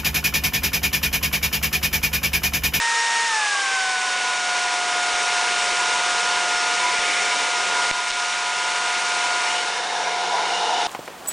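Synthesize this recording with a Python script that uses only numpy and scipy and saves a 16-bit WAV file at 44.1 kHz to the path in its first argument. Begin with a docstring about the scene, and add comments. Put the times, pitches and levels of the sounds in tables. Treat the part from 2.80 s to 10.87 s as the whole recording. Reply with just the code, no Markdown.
"""A hand-held hair dryer close to a small microphone indoors, the same signal on both channels.
Rotor sines and a noisy whistle stand out of coloured noise, the rushing air; soft low bumps come and go.
It is switched down and the fan coasts to a lower speed; later a hand hovers beside the inlet.
A button snaps as short pulses, and a limiter ducks on the snap. Then the inlet is turned to the
microphone and a hand cups over it: the gap sings as narrow noise."""
import sys
import numpy as np
from scipy import signal
from scipy.fft import rfft, irfft, next_fast_len
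from scipy.io import wavfile

SR = 44100
rng = np.random.default_rng(int(sys.argv[2]) if len(sys.argv) > 2 else 0)


def store_pcm(level_fs):
    """Save levels as 16-bit WAV."""
    pcm = np.round(np.clip(level_fs, -1, 1) * 32767).astype(np.int16)
    wavfile.write(sys.argv[1], SR, np.atleast_2d(pcm).T)


N = 355887
T = np.arange(N) / SR

# Shaft speed on the low step, shifting with the air load: time_s, speed_hz
LOW_STEP_SPEED = [(0, 178.1), (3, 178.15), (4, 178.0), (4.5, 177.5), (5.5, 178.0), (6.5, 178.0), (7, 178.6),
                  (7.6, 178.5), (8.07, 178.0)]
# Aim of the dryer: time_s, facing (0 side-on, 1 inlet to the microphone)
AIM = [(0, 0.024), (6.7, 0.064), (7.0, 0.71), (8.07, 1)]
# Two strongest rotor tones: time_s, order_4_rms_db, order_8_rms_db
MAIN_TONES = [(0, -25.5, -24.5), (.6, -26.5, -26), (.72, -35.5, -25.5), (1.05, -31, -28),
              (1.35, -34.5, -29.5), (2.0, -30.5, -29.5), (3.9, -32, -28), (4.6, -33.5, -32),
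              (5.0, -33.5, -27), (5.4, -35, -30), (6.6, -33.5, -28.5), (6.77, -32, -32), (6.9, -38, -33),
              (7.05, -35, -44), (7.35, -28.5, -34), (7.6, -33.5, -36), (8.07, -27, -39)]
# Weaker rotor tones: shaft_order, high_rms_db, low_rms_db, facing_rms_db, coasting_dip_db, waver_db
WEAK_TONES = [(1, -61, -59.5, -56, 7, 1.8), (2, -49, -62, -60, 5, 5), (5, -54, -39.5, -41, 3, 2.5),
              (6, -60, -49, -47.5, 4, 2), (7, -35, -35, -63.5, 17, 1), (10, -57, -57.5, -54, 0.5, 4),
              (12, -46, -40.5, -45, 2, 3.5), (16, -56, -45, -45, 0.5, 2), (20, -52.5, -49.5, -49.5, 0.1, 2),
              (24, -44.5, -48, -49, 2, 3), (25, -61, -48.5, -60, 2, 4.5), (30, -45, -51, -58.5, 6, 5)]
# Rushing air before the treble share: time_s, level_2600_to_5000_hz_db, bass_share_db
AIR_LEVEL = [(0.0, -28, -7), (.45, -29, -5.5), (1.2, -30.5, -1), (2.56, -28, 1.5), (3.71, -28, 1.5),
             (4.54, -27.5, 2.5), (4.72, -29, 2), (4.95, -28.5, 4), (5.3, -28.5, -1.5), (6.7, -29.5, 2),
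             (7.33, -32.5, 4), (7.4, -31, 4), (8.07, -29.5, 5.5)]
# Relative spectral density of the air: frequency_hz, side_on_db, facing_db
AIR_COLOUR = [(100, -33, -48), (168, -21.5, -30), (264, -14.5, -17.5), (450, -5.5, -10.5), (626, -6.5, -13),
              (870, -4.5, 5), (1090, -1.5, -7.5), (1550, 1.5, -2.5), (2400, 2, -7.5), (3200, -1.5, -6),
              (4300, -7.5, -9), (6900, -5.5, -11), (7460, -8.5, -15), (9700, -11.5, -17.5)]
# Resonances of casing and microphone: centre_hz, width_hz, side_on_db, facing_db
CASING_RESONANCES = [(483, 150, 1.5, 9.5), (1330, 180, -2, 4), (2110, 420, -4.5, 0), (2910, 280, 0.5, 1.5),
                     (3320, 180, -3.5, -5), (3670, 560, 3.5, 7), (4370, 220, 3, 0.5),
                     (5440, 1350, 4.5, 4.5), (8180, 1100, 2.5, 0)]
# Treble share of the air: high_step_db, low_step_db, facing_db
TREBLE_SHARE = (0.88, -1.36, -2.2)
# Noisy resonances, one row each: high_rms_db, low_rms_db, facing_rms_db, hover_change_db, waver_db
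WHISTLE = (-36, -32, -41.5, -2, 0.54)
BOOM = (-44.5, -45, -31, -3, 2.5)
BARREL = (-34, -33.5, -55, 4, -0.1)
# Brief changes of the resonances, strongest with the hand near the inlet:
# centre_s, length_s, whistle_db, boom_db, barrel_db
SURGES = [(.65, .3, 1, 3, -2), (2.15, .3, -1.5, 3, -2), (3.0, 0.33, 2.5, -2, 1.5), (4.08, 0.16, 5, -4, 1.5),
          (4.327, 0.17, -17, -6, 3.5), (4.85, .3, 1.5, 2, -.5), (5.1, .2, 1.5, 8, 3),
          (6.6, 0.32, 0.5, 5.5, 2), (7.31, .25, 8.5, 2.5, 17), (7.577, 0.11, 12, 5.5, 9),
          (7.68, 0.13, 6.5, 0, 16), (7.887, 0.17, 7.5, 5, 0.5)]
# Soft low bumps: start_s, peak_db
BUMPS = [(.21, -54), (1.85, -49), (2.34, -41), (2.54, -51), (2.83, -50), (2.92, -45), (3.14, -50),
         (3.34, -44), (3.56, -46), (3.75, -48), (4.04, -48), (4.11, -50), (4.19, -40), (4.26, -48),
         (4.62, -50), (5.91, -50)]
# Rectified mains beating with rotor tones on the low step: shaft_order, offset_hz, side_on_rms_db, facing_rms_db
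MAINS_BEATS = [(4, 50, -46.5, -42), (8, 50, -44.5, -58.5), (45, 50, -66, -71.5), (47, -50, -61.5, -68),
               (54, -50, -61.5, -70), (54, 50, -54.5, -62.5)]
# Button snaps: centre_s, peak_db, ring_hz, length_cycles
SNAPS = [(5.11265, -2, 2600, .22), (5.3031, -7, 5200, .5), (5.3083, -6.5, 3700, .4), (5.3167, -8, 3200, .4)]
# Singing gap between hand and inlet: start_s, end_s, first_hz, last_hz, rms_db
HAND_GAPS = [(6.695, 6.802, 2850, 3020, -32), (6.947, 7.303, 1740, 1610, -34.5),
             (7.24, 7.3, 5800, 5730, -37), (7.66, 8.02, 2846, 2940, -34.5)]

HIGH_STEP_HZ, SWITCH_S, COAST_S = 231.6, .462, .358
WHISTLE_ORDER_HIGH, WHISTLE_ORDER_LOW, WHISTLE_WIDTH_HZ = 5.67, 5.54, 22
BOOM_HZ, BOOM_WIDTH_HZ = 813.6, 285
BARREL_HZ, BARREL_WIDTH_HZ = 2189, 446
HOVER_START_S, HOVER_END_S, HOVER_FADE_S = 4.05, 4.65, .17
RUMBLE_RMS_DB, RUMBLE_CUTOFF_HZ = -69.5, 151
BUMP_RISE_S = .0029
HUM_HZ, HUM_PEAK_DB = 101, -70.5
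GAP_WIDTH_HZ, GAP_FADE_S = 210, .054
LIMIT_DB, SENSE_HZ, ATTACK_S = -10.4, 1200, .0012
FAST_RELEASE_DB_PER_S, DUCK_DB_PER_DB_OVER = 260, 1.6
SLOW_RELEASE_DB_PER_S, SLOW_SHARE = 2.5, .3
AMPLIFIER_OFFSET = -.028  # standing, full scale 1
COUPLING_HZ, CUTOFF_HZ = 3.5, 10000


def from_db(db):
    """Decibels to gain."""
    return 10 ** (np.asarray(db) / 20)


def rms_one(x):
    """Scale to rms 1."""
    return x / np.sqrt(np.mean(np.abs(x) ** 2))


def in_time(rows):
    """Table columns as curves over all samples."""
    time_s, *columns = np.transpose(rows)
    return [np.interp(T, time_s, column) for column in columns]


def blend(first, second, share):
    """From one value to another."""
    return first + (second - first) * share


def window(start_s, end_s, fade_s):
    """1 between start and end, fading to 0 outside."""
    return np.clip(np.minimum(T - start_s, end_s - T) / fade_s + 1, 0, 1) ** 2


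def highpass(x, order, cutoff_hz):
    """Butterworth high-pass."""
    return signal.sosfilt(signal.butter(order, cutoff_hz, "high", fs=SR, output="sos"), x)


def lowpass(x, order, cutoff_hz):
    """Butterworth low-pass."""
    return signal.sosfilt(signal.butter(order, cutoff_hz, fs=SR, output="sos"), x)


def phase_of(hz):
    """Running phase of a frequency curve."""
    return 2 * np.pi * np.cumsum(hz * np.ones(N)) / SR


def tone(phase):
    """Sine of rms 1 with a random starting phase."""
    return np.sqrt(2) * np.sin(phase + rng.uniform(0, 2 * np.pi))


def drift(rate_hz):
    """Slow random curve of rms 1: noise through two equal poles, computed every 40 samples."""
    step = 40
    pole = np.exp(-2 * np.pi * rate_hz * step / SR)
    settle = 2000
    white = rng.standard_normal(N // step + settle + 2)
    slow = signal.lfilter([1], [1, -2 * pole, pole ** 2], white)[settle:]
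    return np.interp(np.arange(N) / step, np.arange(len(slow)), rms_one(slow))


def resonant_noise(centre_hz, width_hz, order=3):
    """Low-passed complex noise shifted to a centre that may move; rms 1."""
    white = rng.standard_normal(N) + 1j * rng.standard_normal(N)
    slow = lowpass(white, order, width_hz / 2)
    return rms_one(np.real(slow * np.exp(1j * phase_of(centre_hz))))


def coast():
    """Share of the high step left in the speed: 1, then exponential decay after the switch."""
    return np.exp(-np.maximum(T - SWITCH_S, 0) / COAST_S)


def by_state(high, low, turned, facing):
    """A value that depends on fan step and aim."""
    return blend(blend(low, high, coast() ** .5), turned, facing)


def rotor_tones(speed_hz, facing):
    """Sines on multiples of the shaft speed, each wavering on its own."""
    shaft_phase = phase_of(speed_hz)
    coasting = (6.75 * coast() * (1 - coast()) ** 2) ** .7  # peaks at 1 during the coast
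    out = np.zeros(N)
    for order, db in zip((4, 8), in_time(MAIN_TONES)):
        out += from_db(db + .65 * drift(4)) * tone(order * shaft_phase)
    for order, high_db, low_db, facing_db, dip_db, waver_db in WEAK_TONES:
        db = by_state(high_db, low_db, facing_db, facing) - dip_db * coasting
        out += from_db(db + waver_db * drift(8)) * tone(order * shaft_phase)
    return out


def air(facing):
    """One rush of noise in two colours, side-on and inlet facing, with moving bass and treble shares."""
    level_db, bass_db = in_time(AIR_LEVEL)
    treble_db = by_state(*TREBLE_SHARE, facing) + .68 * drift(25)
    size = next_fast_len(N)
    hz = np.maximum(np.fft.rfftfreq(size, 1 / SR), 1)
    white = rfft(rng.standard_normal(size))
    bass = 1 / (1 + (hz / 750) ** 4)
    treble = 1 / (1 + (5000 / hz) ** 4)
    bands = bass, 1 - bass - treble, treble
    gains = from_db(bass_db), 1, from_db(treble_db)
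    reference = (hz > 2600) & (hz < 5000)
    colour_hz, *colours = np.transpose(AIR_COLOUR)
    views = []
    for view, db in enumerate(colours):
        colour_db = np.interp(np.log(hz), np.log(colour_hz), db)
        for centre_hz, width_hz, *peaks_db in CASING_RESONANCES:
            colour_db += peaks_db[view] / (1 + (2 * (hz - centre_hz) / width_hz) ** 2)
        rush = white * from_db(colour_db)
        rush /= np.sqrt(2 * np.sum(np.abs(rush[reference]) ** 2)) / size  # rms 1 in the reference band
        views.append(sum(gain * irfft(rush * band, size)[:N] for gain, band in zip(gains, bands)))
    return from_db(level_db + .22 * drift(3.7)) * blend(*views, facing)


def radiate(x):
    """Small cavities radiate no bass."""
    return highpass(x, 2, 400)


def resonances(speed_hz, facing):
    """Noise in narrow bands: whistle following the fan, boom of the inlet, hiss of the barrel."""
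    hover = window(HOVER_START_S, HOVER_END_S, HOVER_FADE_S)
    surges_db = np.zeros((3, N))
    for centre_s, length_s, *changes_db in SURGES:
        surges_db += np.outer(changes_db, np.exp(-.5 * (2 * (T - centre_s) / length_s) ** 2))
    whistle_order = blend(WHISTLE_ORDER_LOW, WHISTLE_ORDER_HIGH, coast())
    sources = (resonant_noise(whistle_order * speed_hz, WHISTLE_WIDTH_HZ, order=1),
               resonant_noise(BOOM_HZ, BOOM_WIDTH_HZ),
               resonant_noise(BARREL_HZ, BARREL_WIDTH_HZ))
    out = np.zeros(N)
    for source, row, surge_db in zip(sources, (WHISTLE, BOOM, BARREL), surges_db):
        high_db, low_db, facing_db, hover_db, waver_db = row
        db = by_state(high_db, low_db, facing_db, facing)
        db = db + hover_db * hover + waver_db * drift(8) + surge_db
        out += from_db(db) * source
    return radiate(out)


def rumble():
    """Faint low-passed noise of room and amplifier."""
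    return from_db(RUMBLE_RMS_DB) * rms_one(lowpass(rng.standard_normal(N), 2, RUMBLE_CUTOFF_HZ))


def bumps():
    """Each bump swells and sinks once, without ringing."""
    out = np.zeros(N)
    for start_s, peak_db in BUMPS:
        x = np.maximum(T - start_s, 0) / BUMP_RISE_S
        out += from_db(peak_db) * np.e * x * np.exp(-x)
    return out


def mains_beats(speed_hz, facing):
    """Rectified mains beats with rotor tones: sines offset from shaft orders, rising as the fan coasts down."""
    shaft_phase = phase_of(speed_hz)
    out = np.zeros(N)
    for order, offset_hz, side_db, facing_db in MAINS_BEATS:
        db = blend(side_db, facing_db, facing) + 2.5 * drift(1.5)
        out += from_db(db) * tone(order * shaft_phase + phase_of(offset_hz))
    return (1 - coast()) * out


def heater_hum():
    """Sine near twice the mains, from the heater on the low step."""
    return (1 - coast()) * from_db(HUM_PEAK_DB + 2 * drift(3)) * np.sin(phase_of(HUM_HZ))


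def button():
    """Each snap is a sharp pull between two small pushes: a cosine under a Gaussian."""
    out = np.zeros(N)
    for centre_s, peak_db, ring_hz, length_cycles in SNAPS:
        cycles = (T - centre_s) * ring_hz
        out -= from_db(peak_db) * np.cos(2 * np.pi * cycles) * np.exp(-.5 * (cycles / length_cycles) ** 2)
    return out


def hand_gaps():
    """The gap between hand and inlet sings: narrow noise gliding in pitch."""
    out = np.zeros(N)
    for start_s, end_s, first_hz, last_hz, rms_db in HAND_GAPS:
        hz = np.interp(T, [start_s, end_s], [first_hz, last_hz])
        song = resonant_noise(hz, GAP_WIDTH_HZ, order=2)
        out += from_db(rms_db) * window(start_s, end_s, GAP_FADE_S) * song
    return radiate(out)


def scene():
    """Sum of all sources, the same signal on both channels."""
    low_hz, = in_time(LOW_STEP_SPEED)
    facing = np.clip(in_time(AIM)[0], 0, 1)
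    speed_hz = blend(low_hz, HIGH_STEP_HZ, coast())
    mono = rotor_tones(speed_hz, facing) + air(facing) + resonances(speed_hz, facing)
    mono += rumble() + bumps() + mains_beats(speed_hz, facing) + heater_hum()
    mono += button() + hand_gaps()
    return np.array([mono, mono])


def release(duck_db, rate_db_per_s):
    """Jump up with the input, fall at a constant rate in dB."""
    return np.maximum.accumulate(duck_db + rate_db_per_s * T) - rate_db_per_s * T


def record(dry):
    """Limiter with two releases on signal plus offset, so each duck thumps; then coupling and treble cutoff."""
    sensed = highpass(dry[0], 1, SENSE_HZ)  # it listens to the treble
    over_db = np.maximum(20 * np.log10(np.abs(sensed) + 1e-9) - LIMIT_DB, 0)
    target_db = DUCK_DB_PER_DB_OVER * over_db
    fast_db = release(target_db, FAST_RELEASE_DB_PER_S)
    slow_db = release(SLOW_SHARE * target_db, SLOW_RELEASE_DB_PER_S)
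    pole = np.exp(-1 / (ATTACK_S * SR))
    duck_db = signal.lfilter([1 - pole], [1, -pole], np.maximum(fast_db, slow_db))
    limited = (dry + AMPLIFIER_OFFSET) * from_db(-duck_db) - AMPLIFIER_OFFSET
    coupled = highpass(limited, 1, COUPLING_HZ)
    return signal.sosfilt(signal.ellip(12, .3, 70, CUTOFF_HZ, fs=SR, output="sos"), coupled)


dry = scene()
out = record(dry)
store_pcm(out)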